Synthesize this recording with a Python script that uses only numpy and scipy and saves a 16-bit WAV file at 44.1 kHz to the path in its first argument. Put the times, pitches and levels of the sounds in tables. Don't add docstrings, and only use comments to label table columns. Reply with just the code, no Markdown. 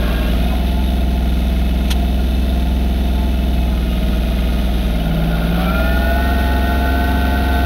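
import sys
import numpy as np
from scipy import signal
from scipy.fft import rfft, irfft, next_fast_len
from scipy.io import wavfile

SR = 44100
rng = np.random.default_rng(int(sys.argv[2]) if len(sys.argv) > 2 else 0)


def generate_wav(signal):
    frames = np.transpose(np.atleast_2d(signal))
    scaled = np.clip(frames, -1, 1) * 32767
    pcm = np.round(scaled).astype(np.int16)
    wavfile.write(sys.argv[1], SR, pcm)


def rack_gain(trim_db):
    fader = np.asarray(trim_db, float)
    return 10 ** (fader / 20)


N = 337365
TIME_S = np.arange(N) / SR
END_S = N / SR
MEAN_HZ = 20.5
ENGAGE_S = 5.5

# (time [s], four-stroke cycle rate [Hz])
ENGINE_SPEED = [(0, 19.3), (.32, 19.4), (.62, 20.78), (.9, 20.87), (1.35, 20.57), (2.45, 20.92),
                (3.5, 20.86), (4.02, 19.38), (4.5, 19.88), (4.72, 19.66), (5.15, 18.22), (5.3, 18.4),
                (5.55, 19.2), (5.85, 20.6), (6.28, 21.62), (6.6, 21.56), (7.1, 21.89), (7.65, 21.9)]
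# (time [s], share [0-1])
EFFORT = [(0, 0.92), (.28, 0.8), (.45, 0.66), (.8, 0.17), (2.5, 0.18), (3.8, 0.12), (4.17, .45),
          (4.8, 0.43), (5.13, 0.65), (5.41, 0.92), (5.9, 0.92), (6.7, 0.87), (7.65, 0.97)]
# (start [s], end [s], attack [s], release [s])
LABOUR = (4.86, 5.72, .25, 0.075)
LABOUR_DB = [-2, -2, 7, -3]
# (frequency [Hz], level [dB])
FIRING = [(55, -17), (59, -17), (62, -16), (66, -16.4)]
CRANK = [(37, -23), (41.7, -26), (42.3, -25.5), (44, -31)]
THIRD = [(165, -26.5), (175, -26.5), (178.5, -28), (187, -27.5), (197, -30.5)]
FOURTH = [(220, -26.5), (236, -32.5), (249, -32.5), (263, -27)]
# (multiple of the cycle rate [-], level [dB])
MINOR_ORDERS = [(4, -34), (5, -52), (6, -47), (7, -47), (8, -39), (10, -27.5), (11, -44), (13, -43),
                (14, -42), (15, -41), (16, -44), (17, -46), (18, -46), (19, -50), (20, -51), (21, -46),
                (24, -53), (32, -49), (33, -41), (34, -45), (37, -52)]
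# (frequency [Hz], level [dB])
CAB_BOOM = [(76, -6), (84, .1), (98, 14), (104, .1), (113, 8), (124, .1), (152, -6), (160, 6), (167, 8),
            (174, -1), (186, -10), (196, .1), (310, .1), (330, 3), (400, .1), (436, 3), (458, 10),
            (500, -2), (760, .1)]
# (place in the cycle [0-1], knock level [dB])
CYLINDERS = [
    (.1, -30),
    (.45, -5),
    (.78, -10),
]
# (frequency [Hz], level [dB per Hz])
RUMBLE = [(25, -26), (45, -28), (70, -4), (110, -18.5), (150, -11), (200, -5.5), (260, -9), (350, -15),
          (520, -19.5), (600, -13), (690, -15), (800, -19), (900, -25), (1200, -44), (1600, -79)]
# (frequency [Hz], level [dB per Hz])
CLATTER = [(530, -17), (900, -10), (924, -9), (1060, -3), (1180, -10), (1280, -2.5), (1990, -2.5),
           (2160, -1.5), (2340, -1.5), (2530, 1.5), (2820, -2), (3610, -0.5), (4580, -9.5), (5970, -18.5),
           (7450, -37), (9680, -61), (16400, -120)]
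# (frequency [Hz], level [dB], t60 [s])
TAP_MODES = [(1425, -40.5, 0.057), (714, -36.5, 0.051), (1250, -44.5, 0.048), (2138, -40, 0.029),
             (2953, -42.5, 0.043), (3650, -44, 0.022)]
# (multiple of the cycle rate [-], level [dB], fully loaded from [s])
DRIVE = [(32.06, -24.5, 5.76), (39.6, -30.5, 4.9), (51.9, -50, 6.2), (59.8, -43, 4.8), (64.3, -31, 6.25),
         (69.05, -33.5, 5.7), (85.95, -41.5, 5.88), (119.9, -48, 5.6)]
# (multiple of the cycle rate [-], level [dB])
LIFT_PUMP = [(41.65, -49), (125.2, -58), (50.6, -58)]
# (start [s], end [s], attack [s], release [s])
LIFT_ON = (.4, 3.76, .08, 0.11)
# (time [s], level [dB])
LIFT_SURGES = [
    (.44, -1),
    (3.55, 9),
]
# (time [s], peak level [dB], decay [s])
LUMP = [
    (1.88, -35, 0.016),
    (1.904, -19, .006),
    (1.909, -17, 0.004),
    (1.9125, -14, .003),
    (1.9175, -20, 0.003),
    (1.922, -24, 0.008),
]
# (frequency [Hz], level [dB per Hz])
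LUMP_COLOUR = [(530, -22), (900, -7), (1140, -26), (1450, -9), (1790, -14), (2700, -6), (3940, -5),
               (4660, -16), (6640, -13.5), (7450, -47), (9680, -59), (16400, -120)]
# (start [s], end [s], start pitch [Hz], end pitch [Hz], level [dB])
WHISTLES = [(0, .32, 596, 610, -35), (0, 0.318, 1077, 1082, -44), (0, .3, 1160, 1157, -47),
            (0, 0.327, 1615, 1620, -38.5), (0, .32, 2148, 2148, -50), (.1, .3, 2700, 2715, -41),
            (0.428, 0.593, 723, 750, -35.5), (.45, 0.638, 1000, 1040, -47),
            (0.421, 0.554, 2500, 2570, -44.5), (3.88, 4.02, 2850, 2860, -47),
            (3.721, 4.791, 1252, 1250, -51), (5.517, 5.78, 2502, 2560, -46),
            (5.543, 5.679, 3010, 3150, -48), (5.563, 5.659, 1820, 1950, -50)]
# (start [s], end [s], attack [s], release [s])
RAISING = (3.45, 5.3, 0.1, 0.91)
# (time [s], level [dB])
JOLTS = [
    (.3, 19),
    (3.5, 6),
    (4.78, 6),
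]


def rms_one(x):
    return x / np.sqrt(np.mean(x ** 2) + 1e-20)


def in_time(rows):
    times, values = np.transpose(rows)
    return np.interp(TIME_S, times, values)


def at_hz(points, hz):
    points_hz, level_db = np.transpose(points)
    return np.interp(np.log(hz + 1), np.log(points_hz), level_db)


def noise():
    return rng.standard_normal(N)


def colour(x, spectrum):
    size = next_fast_len(N)
    hz = np.arange(size // 2 + 1) * SR / size
    return rms_one(irfft(rfft(x, size) * rack_gain(at_hz(spectrum, hz)), size)[:N])


def drift(rate):
    r = np.exp(-80 * np.pi * rate / SR)
    draws = rng.standard_normal(N // 40 + 2002)
    slow = signal.lfilter([1], [1, -2 * r, r * r], draws)[2000:]
    return np.interp(np.arange(N) / 40, np.arange(len(slow)), rms_one(slow))


def tone(cycles, wobble, flutter_db, rate):
    level = rack_gain(flutter_db * drift(rate))
    return np.sqrt(2) * level * np.cos(2 * np.pi * cycles + wobble * drift(rate))


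def gate(start, end, attack, release):
    return np.clip(np.minimum((TIME_S - start) / attack, 1 - (TIME_S - end) / release), 0, 1)


def surges(rows, settle):
    total_db = np.zeros(N)
    for at, db in rows:
        fall = np.exp(-np.maximum(TIME_S - at - settle / 3, 0) / settle)
        total_db += db * gate(at, END_S, settle / 3, 1) * fall
    return total_db


def engine_tones(cycles, speed_hz, labour):
    crank_lead = .11
    bend = .165
    orders = []
    for order, carry, labour_db in zip([3, 2, 9, 12], [FIRING, CRANK, THIRD, FOURTH], LABOUR_DB):
        orders.append((order, at_hz(carry, order * speed_hz - 1) + labour_db * labour))
    for order, db in MINOR_ORDERS:
        order = round(order)
        orders.append((order, db + at_hz(CAB_BOOM, order * speed_hz)))
    out = np.zeros(N)
    for order, level_db in orders:
        loose = order / 12
        scatter = rng.random() * (order > 12)
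        phase = scatter + order * (cycles + crank_lead) + bend * order ** 2
        level_db = level_db + 1.2 * (order == 9)
        out -= rack_gain(level_db) * tone(phase, wobble=.12 * loose, flutter_db=.8 * loose, rate=5)
    return out


def looped_noise(cycles, repeat):
    loop = rng.standard_normal(2100)
    same = loop[(cycles % 1 * len(loop)).astype(int)]
    return np.sqrt(repeat) * same + np.sqrt(1 - repeat) * noise()


def knocks(cycles, depth, fade):
    blows = sum(rack_gain(db) * np.exp(-((cycles - at) % 1) / fade) for at, db in CYLINDERS)
    return 1 + depth * blows


def grit(spread_db):
    return rack_gain(spread_db * rms_one(signal.lfilter([1], [1, -.985], noise())))


def rumble(cycles, effort):
    pulses = looped_noise(cycles, repeat=0.62) * knocks(cycles, depth=0.42, fade=0.068)
    return rack_gain(-28.5 + 5.5 * effort) * colour(pulses, RUMBLE)


def clatter(cycles, effort, labour):
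    bite_db, bite_s = 4.5, 0.075
    contacts = looped_noise(cycles, repeat=0.67) * knocks(cycles, depth=0.52, fade=0.13) * grit(1.54)
    level_db = -37 + 5 * effort - 2 * labour + surges([(ENGAGE_S + bite_s, bite_db)], bite_s)
    return rack_gain(level_db) * colour(contacts, CLATTER)


def tap(cycles, speed_hz):
    seats_hz = 20.8
    strength_db = 0.9 - (speed_hz - MEAN_HZ) - 16 * np.maximum(speed_hz - seats_hz, 0)
    at = np.flatnonzero(np.diff(np.floor(cycles - .7)) > 0)
    out = np.zeros(N)
    for hz, level_db, t60 in TAP_MODES:
        clicks = np.full(N, 1e-18)
        clicks[at] = rack_gain(level_db + strength_db[at] + 3.25 * rng.standard_normal(len(at)))
        r, w = rack_gain(-60 / (t60 * SR)), 2 * np.pi * hz / SR
        pole = [1, -2 * r * np.cos(w), r * r]
        swell = signal.lfilter([1, -r * np.cos(w)], [1], clicks)
        swell = signal.lfilter([(1 - r) * np.e], pole, swell)
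        out += 2 * signal.lfilter([0, np.sin(w)], pole, swell)
    return out


def drive_whines(speed_hz):
    attack_s = 0.063
    slip, slip_ends_s, slip_s = .04, 5.74, .17
    idle_db = -20 * (1 - gate(ENGAGE_S, END_S, attack_s, 1)) ** 2
    gear_db = idle_db - 3.2 + surges([(ENGAGE_S + attack_s, 6)], settle=.14)
    piston_db = idle_db + 0.8 + surges([(ENGAGE_S, 8.5)], settle=0.62)
    driven = np.cumsum(speed_hz * (1 - slip * gate(-1, slip_ends_s - slip_s, 1, slip_s))) / SR
    out = np.zeros(N)
    for multiple, level_db, loaded_s in DRIVE:
        unloaded_db = 14 * np.clip((loaded_s - TIME_S) / .14, 0, 1)
        piston_order = multiple / 17.19
        is_piston = abs(piston_order - round(piston_order)) < .05
        level_db = level_db - unloaded_db + (piston_db if is_piston else gear_db)
        out += rack_gain(level_db) * tone(multiple * driven, wobble=0.43, flutter_db=2.5, rate=20.5)
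    return out


def lift_pump(cycles):
    load_db = 3 - 21 * (1 - gate(*LIFT_ON)) + surges(LIFT_SURGES, settle=0.26)
    out = np.zeros(N)
    for multiple, level_db in LIFT_PUMP:
        out += rack_gain(level_db + load_db) * tone(multiple * cycles, wobble=0.92, flutter_db=4.0, rate=2.4)
    return out


def rush(effort, labour):
    pipes = [(1000, -10.5), (1250, -6.0), (1420, 7.0), (1550, -1.5), (1900, -29), (2400, -57)]
    return rack_gain(-61.5 + 27.5 * effort + 4 * labour) * colour(noise(), pipes)


def lump():
    attack_s = .0012
    bounces = np.zeros(N)
    for at, db, decay in LUMP:
        rise = np.clip((TIME_S - at) / attack_s, 0, 1)
        bounces += rack_gain(db) * rise * np.exp(-np.maximum(TIME_S - at, 0) / decay)
    return bounces * colour(noise(), LUMP_COLOUR)


def frame(speed_hz, labour):
    centre_hz = 672 + 9 * (speed_hz - MEAN_HZ) + 12 * drift(1.5)
    level_db = -39.5 + 7 * labour + 1.2 * drift(1.8)
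    angle = 2 * np.pi * np.cumsum(centre_hz) / SR
    return rack_gain(level_db) * (drift(19) * np.cos(angle) + drift(29) * np.sin(angle))


def whistles():
    out = np.zeros(N)
    for start, end, from_hz, to_hz, db in WHISTLES:
        on = np.clip(np.minimum(TIME_S - start + 0.035, end - TIME_S) / 0.033, 0, 1)
        cycles = np.cumsum(np.interp(TIME_S, [start, end], [from_hz, to_hz])) / SR
        out += rack_gain(db) * on * tone(cycles, wobble=0.61, flutter_db=5, rate=45.0)
    return out


def chain(level_db):
    clinks = rng.random(N) < 160 / SR
    strength = rack_gain(3.4 * np.minimum(rng.exponential(1, N), 4))
    links = clinks * strength * rng.choice([-1, 1], N)
    mode = signal.butter(2, [3560, 3800], "band", fs=SR, output="sos")
    return rack_gain(level_db) * rms_one(signal.sosfilt(mode, links + 1e-18))


def cab_shake():
    level_db = -39 + 6 * gate(*RAISING) + surges(JOLTS, settle=0.12)
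    panels = [(25, -27), (45, -5), (70, 0.0), (110, -6), (145, -5.5), (200, -4), (320, -19), (500, -52.5)]
    return rack_gain(level_db) * colour(noise(), panels)


def snow(labour):
    hiss = [(3500, -40), (5000, -9.0), (6000, 3.0), (6800, -5.0), (7450, -13)]
    return rack_gain(-52.5 - 3 * labour) * colour(noise() * grit(1.7), hiss)


def scene():
    speed_hz = in_time(ENGINE_SPEED)
    cycles = np.cumsum(speed_hz) / SR
    effort = np.clip(in_time(EFFORT), 0, 1.2)
    labour = gate(*LABOUR)
    cab = rumble(cycles, effort) + clatter(cycles, effort, labour)
    cab += engine_tones(cycles, speed_hz, labour) + tap(cycles, speed_hz)
    cab += drive_whines(speed_hz) + lift_pump(cycles)
    cab += lump() + whistles() + frame(speed_hz, labour)
    cab += chain(level_db=-46 + 1.5 * drift(4.5)) + snow(labour) + cab_shake()
    cab += rush(effort, labour)
    return np.array([cab, cab])


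def band_limit(x):
    return signal.sosfilt(signal.butter(12, 15950, fs=SR, output="sos"), x)


def record(dry):
    hold_hz = 15000
    ceiling = 1.1
    size = next_fast_len(N)
    hz = np.arange(size // 2 + 1) * SR / size
    rounded = ceiling * np.tanh(dry[0] / ceiling)
    lowpass = (hz < hold_hz / 2) / np.sinc(np.minimum(hz / hold_hz, .5))
    base = irfft(rfft(rounded, size) * lowpass, size)
    imaged = base * (1 + 2 * np.cos(2 * np.pi * hold_hz * np.arange(size) / SR))
    held = irfft(rfft(imaged) * np.sinc(hz / hold_hz) * (hz < 15760), size)[:N]
    thin = signal.sosfilt(signal.butter(1, [400, 18000], "band", fs=SR, output="sos"), held)
    side = rack_gain(-44 + 14.0 * drift(20.6)) * drift(116) * thin
    return band_limit(np.array([held + side, held - side]))


dry = scene()
out = record(dry)
generate_wav(out)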